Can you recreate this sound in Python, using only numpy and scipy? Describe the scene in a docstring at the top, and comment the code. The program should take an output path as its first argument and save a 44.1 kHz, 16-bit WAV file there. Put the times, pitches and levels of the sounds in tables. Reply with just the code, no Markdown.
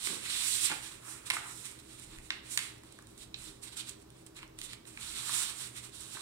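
"""A sheet of stiff paper is turned, folded and creased by hand on a wooden floor, a couple of metres from a phone.
Fingers rub it and it slides, as dense noisy fibre catches in four ranges; creases snap as a pop and a crackle.
Hands pat the boards, rough pushes ringing dull modes; a furnished room answers with echoes and a noise tail.
Beneath lie air, a faint hum of narrow noise bands and low bumps of the phone shifting in the hand.
The phone has two ports: the right one faces the paper and is bright, the left one is shaded and hears it later."""
import sys
import numpy as np
from scipy import signal
from scipy.fft import rfft, irfft, next_fast_len
from scipy.io import wavfile
from scipy.ndimage import uniform_filter1d

SR = 44100
rng = np.random.default_rng(int(sys.argv[2]) if len(sys.argv) > 2 else 0)


def linear_from_db(decibels):
    """Turn decibels (scalar or array-like) into linear amplitude factors; 0 gives 1."""
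    return 10 ** (np.asarray(decibels, float) / 20)


def file_out(sig):
    """Save sig as 16-bit WAV at sys.argv[1]."""
    # one column per channel
    cols = np.atleast_2d(sig).T
    # limit, then scale
    lim = np.clip(cols, -1, 1)
    pcm = np.round(lim * 32767).astype(np.int16)
    wavfile.write(sys.argv[1], SR, pcm)


N = 274125
SIZE = next_fast_len(N + SR)  # room for filter tails
HZ = np.arange(SIZE // 2 + 1) * SR / SIZE
TIME = np.arange(N) / SR


def on_log(table):
    """A (frequency [Hz], value) table read at every frequency, along a log axis."""
    hz, value = np.transpose(table)
    return np.interp(np.log(HZ + 1), np.log(hz + 1), value)


def causal(table):
    """Minimum-phase response with the gains of a (frequency [Hz], level [dB]) table."""
    cepstrum = irfft(np.log(linear_from_db(on_log(table))), SIZE)
    cepstrum[1:SIZE // 2] *= 2
    cepstrum[SIZE // 2 + 1:] = 0
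    return np.exp(rfft(cepstrum))


def resonance(hz, width):
    """Response of one resonance, gain 1 at its centre."""
    return 1j * HZ * width / (hz ** 2 - HZ ** 2 + 1j * HZ * width)


def through(x, response):
    """Filter by a frequency response."""
    return irfft(rfft(x, SIZE) * response, SIZE)[..., :N]


def unit(x):
    """Scale to rms 1."""
    return x / np.sqrt(np.mean(x ** 2))


def walk(rate):
    """Random levels held 1 / rate s and slewed; spread near 1."""
    hold = int(SR / rate)
    steps = np.repeat(rng.standard_normal(N // hold + 1), hold)
    return unit(uniform_filter1d(steps, hold)[:N])


# long waves reach both ports alike: (frequency [Hz], level [dB])
PORT_BASS = [(280, 0)]
# the shaded left port: (frequency [Hz], level [dB])
LEFT_PORT = [(600, -3.5), (900, -6.5), (1300, 2), (2400, 2), (4400, 0), (8000, -7.5), (12000, -17),
             (16000, -7)]
# the bright right port: (frequency [Hz], level [dB])
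RIGHT_PORT = [(1300, 0), (2400, 6), (3300, 6.5), (3900, 10), (4800, 7.5), (5500, 8.5), (6600, 6),
              (7800, 11.5), (9300, 10.5), (10800, 2.5), (13000, 1), (16000, -3)]
# how far the left port leads, negative when it hears later: (frequency [Hz], phase [rad])
LEFT_LEAD = [(0, 0), (340, -1.0), (1120, -6.2), (2330, -8.9), (3450, -10.3), (4570, -9.4), (6370, -16.3),
             (9300, -25.5), (10900, -31.5), (13000, -35.8), (13500, -41.0), (15200, -41.5), (15600, -45.1),
             (16000, -43.9)]


def port_responses():
    """Right is minimum phase; left takes the right's phase, shifted by its lead, with gains of its own."""
    right = causal(PORT_BASS + RIGHT_PORT)
    left_over_right = linear_from_db(on_log(PORT_BASS + LEFT_PORT) - on_log(PORT_BASS + RIGHT_PORT))
    shift = np.exp(1j * np.interp(HZ, *np.transpose(LEFT_LEAD)))
    return right * np.array([left_over_right * shift, np.ones_like(HZ)])


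PORTS = port_responses()


def loudness(response):
    """Rms that white noise of rms 1 has after a response and the two ports."""
    return np.sqrt(np.mean(np.abs(response) ** 2 * np.sum(np.abs(PORTS) ** 2, axis=0) / 4))


# steady sound common to both ports: (frequency [Hz], share [amplitude ratio])
COMMON_SHARE = [(160, .999), (300, .93), (600, .6), (1200, .5), (3000, .4), (8000, .3), (12000, .2)]


def pair(x):
    """Two noises become left and right: alike in the bass, less so in the treble."""
    share = np.clip(on_log(COMMON_SHARE), 0, 1)
    left = through(x[0], share) + through(x[1], np.sqrt(1 - share ** 2))
    return np.array([left, x[0]])


# ranges the sheet sounds in, flutter, body, scrape, hiss:
# (centre [Hz], width of one resonance, three in a row narrow it [Hz])
SHEET_RANGES = [(1150, 1314), (2250, 2144), (3600, 2900), (8500, 10230)]


def colour(hiss_db, hz, ring_db, db_per_octave):
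    """dB of flutter, body, scrape and hiss when the sheet rings most at hz, falling off either side."""
    lows = []
    for centre, _ in SHEET_RANGES[:-1]:
        lows.append(hiss_db + ring_db + db_per_octave * np.abs(np.log2(centre / hz)))
    return np.array(lows + [hiss_db])


# spectrum of the room air: (frequency [Hz], relative level [dB per Hz])
AIR_SPECTRUM = [(20, -20), (60, -3.5), (200, -2), (400, -5.5), (560, -6.5), (1000, -12), (2500, -30),
                (6000, -30.5), (16000, -50)]
# bands of the hum: (frequency [Hz], width of one resonance, two in a row narrow it [Hz], level [dB])
HUM_BANDS = [(62.4, 21.2, -70), (120.42, 14.13, -63.5), (320.22, 22.55, -64), (397.8, 32.4, -68)]
# the phone shifting in the hand: (time [s], level [dB], spread either side [s per 20 dB])
PHONE_BUMPS = [(.05, -73, 0.03), (.6, -71.5, 1.08), (2.18, -54.5, 0.18), (3.39, -57, 0.23),
               (4.55, -61.5, 0.24), (5.09, -51.5, 0.09)]
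AIR_DB, HAND_DB = -59.5, -80.5  # room air; the hand's steady tremor


def background():
    """Room air, a wavering hum of narrow noise bands, and low bumps of the hand-held phone."""
    air = linear_from_db(AIR_DB) * unit(through(rng.standard_normal((2, N)), linear_from_db(on_log(AIR_SPECTRUM))))
    hum = 0
    for hz, width, db in HUM_BANDS:
        hum = hum + linear_from_db(db) * unit(through(rng.standard_normal((2, N)), resonance(hz, width) ** 2))
    rumble = unit(through(rng.standard_normal(N), resonance(31.2, 30.6) ** 2))
    grip = linear_from_db(HAND_DB)
    for s, db, spread in PHONE_BUMPS:
        grip = grip + linear_from_db(db - 20 * np.abs(TIME - s) / spread)
    return pair(air + hum) + rumble * grip


# finger strokes on the sheet: (peak time [s], hiss level before trim [dB], rise of the hiss [s per first 20 dB],
# fall of the hiss [s per first 20 dB], ring [Hz], ring above the hiss [dB])
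FINGER_STROKES = [(0.066, -37.5, 0.0866, 0.157, 4040, -3), (0.833, -45, 0.054, 0.1565, 3050, -4.0),
                  (1.122, -50, 0.141, 0.177, 1817, -4), (1.267, -46.5, 0.018, 0.047, 3060, -3.5),
                  (1.341, -38.5, 0.029, 0.0807, 2650, -4.5), (1.437, -54, 0.187, 0.117, 1530, 5),
                  (1.578, -49, 0.27, 0.196, 4400, -8.5), (1.661, -48, 0.056, 0.1135, 3030, -4.5),
                  (1.799, -53.5, 0.0177, 0.0125, 3800.0, -3.5), (1.919, -57.0, 0.212, 0.16, 3280, -3.5),
                  (2.015, -58, 0.193, 0.182, 3080, -4), (2.157, -56.5, 0.138, 0.094, 2680, -1),
                  (2.26, -60.5, 0.123, 0.114, 2800.0, -4.0), (2.318, -61, 0.0193, 0.139, 2830, 10.5),
                  (2.461, -54, 0.036, 0.125, 2860, -1.5), (2.518, -40.5, 0.039, 0.144, 3100.0, -13.5),
                  (2.621, -49.5, 0.071, 0.16, 2890, -0.5), (2.87, -63.0, 0.063, 0.26, 3100.0, -0.5),
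                  (3.076, -65, 0.0094, 0.205, 2900.0, -4), (3.182, -58, 0.015, 0.074, 2900.0, -10.5),
                  (3.23, -54.0, 0.07, 0.0442, 3700.0, -2.5), (3.388, -56.0, 0.039, 0.127, 3460, 0),
                  (3.457, -50.0, 0.104, 0.123, 4100.0, -3.0), (3.635, -44.5, 0.0189, 0.029, 3500.0, -8.5),
                  (3.681, -51, 0.033, 0.023, 3500.0, -2), (3.729, -53.5, 0.035, 0.0324, 3800.0, 0.5),
                  (3.771, -45.5, 0.0105, 0.042, 3200.0, -5.5), (3.801, -45.5, 0.036, 0.033, 3780, 0.5),
                  (3.897, -44.0, 0.0503, 0.0108, 3900.0, -4.0), (3.914, -59.5, 0.02, 0.038, 3700.0, 3.5),
                  (4.025, -57.5, 0.0296, 0.009, 2900.0, -7), (4.213, -65.5, 0.18, 0.091, 3200.0, -2),
                  (4.268, -53.5, 0.0087, 0.011, 3000.0, -4), (4.368, -46, 0.0156, 0.052, 2610, -6.5),
                  (4.424, -59.5, 0.025, 0.035, 2300, 2), (4.59, -52, 0.0104, 0.096, 3900.0, -8.5),
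                  (4.646, -49, 0.0657, 0.043, 3800.0, -5.0), (4.734, -54, 0.097, 0.022, 3800.0, 3.5),
                  (5.631, -40, 0.107, 0.0756, 4160, -4.5), (5.784, -48.5, 0.0656, 0.0424, 3470, -2),
                  (5.844, -46.5, 0.0357, 0.0586, 3520, -5)]
# flutter, body, scrape, hiss; the low ranges linger: (follow [dB per dB of a stroke's swell])
SWELL_FOLLOW = [.7, .8, .9, 1]
STROKE_CURVE = 1.238  # 1 = a pointed stroke, 2 = a rounded one
RUB_DB_PER_OCTAVE = -8.0  # the ranges fall off away from the ring, in strokes and slides alike


def strokes(t):
    """Power in each range of fingers rubbing the sheet: each stroke swells to a peak and dies."""
    power = 0
    for s, db, rise, fall, hz, ring_db in FINGER_STROKES:
        swell_db = -20 * np.abs((t - s) / np.where(t < s, rise, fall)) ** STROKE_CURVE
        peak_db = colour(db, hz, ring_db, RUB_DB_PER_OCTAVE)[:, None]
        power = power + linear_from_db(peak_db + np.outer(SWELL_FOLLOW, swell_db)) ** 2
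    return power


# the sheet sliding over the boards, three long moves:
# (time [s], fibre hiss level before trim [dB], ring [Hz], ring above the hiss before flap [dB])
SHEET_SLIDES = [
    [(0.179, -59.0, 2600.0, 1.0), (0.261, -43.0, 2710, 0.0), (0.324, -38.5, 3800.0, -1),
     (0.472, -39.0, 4330, -0.5), (0.523, -34, 4200.0, -7.0), (0.597, -37.0, 4300.0, -3.5),
     (0.656, -29, 4320, -8.5), (0.715, -45.0, 2030, 1), (0.811, -54.0, 2500.0, -1.5)],
    [(4.842, -81.5, 2800.0, -6), (4.872, -57.5, 2760, -4), (4.972, -59, 3080, -4.5),
     (5.017, -49, 3560, -4.0), (5.194, -44.5, 3540, -3.0), (5.28, -37.5, 3980, -3.0),
     (5.405, -34.5, 4420, -5), (5.551, -52.5, 4200.0, -1.0), (5.619, -68.0, 2700.0, -6)],
    [(5.92, -64.5, 3900.0, 5), (5.954, -47.5, 4600.0, -5), (6.003, -52, 4600.0, -2.5),
     (6.109, -52.5, 4600.0, 0.5), (6.147, -46.5, 4600.0, -0.5), (6.171, -51.5, 3000.0, 1.5),
     (6.22, -48.5, 3400.0, -3.5)],
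]
# how freely the sheet flaps in each slide: (flutter level [dB], body level [dB])
SLIDE_FLAP = [(-3.5, 1.5), (3.5, -0.5), (3.5, -3.5)]


def slides(t):
    """Power in each range of the sheet sliding: level and ring glide from point to point."""
    power = 0
    for points, flap_db in zip(SHEET_SLIDES, SLIDE_FLAP):
        s, db, hz, ring_db = np.transpose(points)
        hiss_db = np.interp(t, s, db, left=-150, right=-150)
        range_db = colour(hiss_db, np.interp(t, s, hz), np.interp(t, s, ring_db), RUB_DB_PER_OCTAVE)
        power = power + linear_from_db(range_db + np.array([*flap_db, 0, 0])[:, None]) ** 2
    return power


# rubbing favours flutter over the body; flutter, body, scrape, hiss: (trim [dB])
RUB_TRIM = [0.68, -1.7, -0.0041, 0.117]


def effort():
    """Level in dB of each range of the sheet: the powers of slides and strokes add up."""
    t = TIME[::32]
    power = 1e-18 + slides(t) + strokes(t)
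    return [np.interp(TIME, t, 10 * np.log10(p)) + db for p, db in zip(power, RUB_TRIM)]


def rubbing(grain_db=2.0, judder_db=1.5, flicker_db=1.36):
    """Dense fibre catches of uneven size; the hand judders, so all ranges stutter together."""
    judder = judder_db * walk(45)
    out = 0
    for mode, db in zip(SHEET_RANGES, effort()):
        size = np.minimum(rng.exponential(size=N), 5)  # no catch grows into a snap
        catches = unit(rng.standard_normal((2, N)) * linear_from_db(grain_db * size))
        swell = linear_from_db(db + judder + flicker_db * walk(18))  # each range also flickers alone
        shape = resonance(*mode) ** 3
        out = out + through(catches * swell, shape / loudness(shape))
    return pair(out)


# creases snapping: (time [s], hiss level before the pop's own [dB], ring [Hz], ring above the hiss [dB])
CREASE_SNAPS = [(0.0714, -30.5, 2240, 0.5), (0.7146, -34, 2000, 2.5), (1.3017, -16, 2757, -0.5),
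                (1.3073, -24, 1970, 0.5), (1.3187, -29.5, 3000, -0.5), (1.3675, -35.5, 1150, 5.5),
                (1.7893, -44, 4000, -4.5), (1.9976, -37, 4000, -10.5), (2.0466, -43.5, 3800, -14.5),
                (2.1861, -43, 2500, -3), (2.3044, -37, 2600, 20), (2.575, -12, 2900, -5.5),
                (2.59, -26.5, 2305, -4), (2.8354, -44, 1150, -8.5), (2.924, -41, 4000, -13),
                (2.988, -45, 1400, 1.5), (3.024, -42.5, 1300, -11.5), (3.0706, -42.5, 4200, -5.5),
                (3.178, -40.5, 3800, -9.5), (3.343, -60, 3600, 31), (3.894, -29, 3800, -15.5),
                (4.0, -46, 4000, -9), (4.1033, -44, 4000, -6.5), (4.2643, -40, 4200, -11.5),
                (4.366, -41, 3600, -14), (4.3894, -49.5, 2200, 4), (4.4296, -47.5, 1710, 11),
                (4.4777, -47.5, 3000, -15), (4.5881, -31, 3550, -5.5), (4.6153, -30.5, 4190, 2.5),
                (4.7328, -34, 2805, 0), (4.8533, -50, 2890, 3.5), (4.9087, -44, 3800, -16.5),
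                (4.974, -43, 1940, 7), (5.2935, -25.5, 1196, -9.5), (6.1701, -38.5, 1150, -1.5)]
# flutter, body, scrape, hiss; flutter pops softest, body loudest, and low ranges shudder longer: (pop level
# [dB], crackle stretch [ratio])
RANGE_POPS = [(-5.5, 1.99), (5, 1.586), (1, 1.19), (3.0, 0.87)]
SNAP_DB_PER_OCTAVE = -16  # a snap falls off away from its ring
CRACKLE_DB, CRACKLE_MS = -9, 1.682  # crackle under the pop; its decay time constant before the stretch
TICKS_PER_S, TICK_DB = 4, -53  # faint ticks of the settling sheet; the softest tick


def settling_ticks():
    """Rows like the snaps', at random times, up to 9 dB over the softest and ringing at 1200 to 4800 Hz."""
    luck = rng.random((100, 3))
    when = np.cumsum(-np.log(1 - luck[:, 0])) / TICKS_PER_S
    ticks = []
    for s, (_, strength, pitch) in zip(when, luck):
        if s < N / SR:
            ticks.append((s, TICK_DB + 9 * strength, 1200 * 4 ** pitch, -12))
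    return ticks


def snaps():
    """A crease gives way in one pop, then crackles for a few ms; faint ticks fall at random between."""
    t = np.arange(1500) / SR
    pop_db, stretch = np.transpose(RANGE_POPS)
    decay = np.exp(-t * 1000 / (CRACKLE_MS * stretch[:, None]))
    force = np.zeros((len(SHEET_RANGES), N + len(t)))
    for s, hiss_db, hz, ring_db in CREASE_SNAPS + settling_ticks():
        burst = linear_from_db(CRACKLE_DB) * rng.standard_normal(decay.shape) * decay
        burst[:, 0] = linear_from_db(pop_db)
        i = int(s * SR)
        force[:, i:i + len(t)] += linear_from_db(colour(hiss_db, hz, ring_db, SNAP_DB_PER_OCTAVE))[:, None] * burst
    out = 0
    for push, mode in zip(force, SHEET_RANGES):
        shape = resonance(*mode) ** 3
        peak = np.abs(irfft(shape * PORTS[1], SIZE)).max()  # a lone unit pop peaks at 1 in the right port
        out = out + through(push[:N], shape / peak)
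    return out


# hands and paper edge on the boards: (time [s], peak level before room and ports [dB], contact [ms])
BOARD_PATS = [(.072, -37.5, 2.46), (.102, -35.5, 4), (.125, -38, 2.25), (.166, -40, 2.1), (.70, -32, 0.8),
              (.716, -25.5, .35), (1.335, -30.5, .3), (6.15, -41.5, .3)]
# modes of the floor boards:
# (frequency [Hz], width [Hz], level before contact softening [dB], t60 of the push [s])
BOARD_MODES = [(225.6, 76, -19, 0.119), (339, 88, -15, 0.132), (403, 89, -11.5, 0.223),
               (836, 427, 2.5, 0.0776)]


def pats():
    """Each pat is a rough, dying push that rings the boards dully; a long soft contact wakes only the low modes."""
    out = np.zeros(N)
    t = np.arange(SR // 4) / SR
    for s, peak_db, ms in BOARD_PATS:
        grit = rng.standard_normal(len(t))
        grit[0] = 4  # the first contact is firm
        ring = 0
        for hz, width, db, t60 in BOARD_MODES:
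            push = grit * linear_from_db(-60 * t / t60)
            mode = unit(signal.lfilter(*signal.iirpeak(hz, hz / width, fs=SR), push))
            softening = 1 + (hz * ms / 1000) ** 4
            ring = ring + linear_from_db(db) * mode / softening
        part = out[int(s * SR):][:len(t)]
        part += linear_from_db(peak_db) * (ring / np.abs(ring).max())[:len(part)]
    return out


# near furniture: (delay [ms], level [dB])
NEAR_ECHOES = [(7.0, -15), (16.5, -18)]
ROOM_DB, ROOM_TREBLE_DB = -9, -2.5  # whole tail; its treble before the whole is levelled
ROOM_T60_S, ROOM_TREBLE_T60_S = 0.462, 0.277


def room_fade(t60):
    """Two noise tails, one a port, that rise over the first few ms and die away."""
    t = np.arange(SR // 2) / SR
    onset = np.clip(t / 0.00724 - .5, 0, 1)
    return rng.standard_normal((2, len(t))) * linear_from_db(-60 * t / t60) * onset


def room(x):
    """A few near echoes, then a tail whose treble dies first; each port gets its own tail."""
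    low = 1 / (1 + 1j * HZ / 3000)
    tail = rfft(room_fade(ROOM_T60_S), SIZE) * low
    tail = tail + rfft(room_fade(ROOM_TREBLE_T60_S), SIZE) * (1 - low) * linear_from_db(ROOM_TREBLE_DB)
    tail = tail / np.sqrt(np.mean(np.abs(tail) ** 2))
    echoes = 0
    for ms, db in NEAR_ECHOES:
        echoes = echoes + linear_from_db(db) * np.exp(-2j * np.pi * HZ * ms / 1000)
    return through(x, 1 + echoes + linear_from_db(ROOM_DB) * tail)


def scene():
    """Paper and hands in the room, over the background."""
    return room(linear_from_db(-1.0) * rubbing() + snaps() + pats()) + background()


def low_pass(x):
    """Removes everything above the highest recorded frequency."""
    return signal.sosfilt(signal.butter(12, 16470, fs=SR, output="sos"), x)


def record(dry):
    """Each port colours and delays what reaches it and adds its own faint hiss; the top is cut at 15.8 kHz."""
    hiss = linear_from_db(-68.5) * through(rng.standard_normal((2, N)), resonance(4600, 20000))
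    mix = through(through(dry, PORTS) + hiss, HZ < 15800)
    return low_pass(mix)


dry = scene()
out = record(dry)
file_out(out)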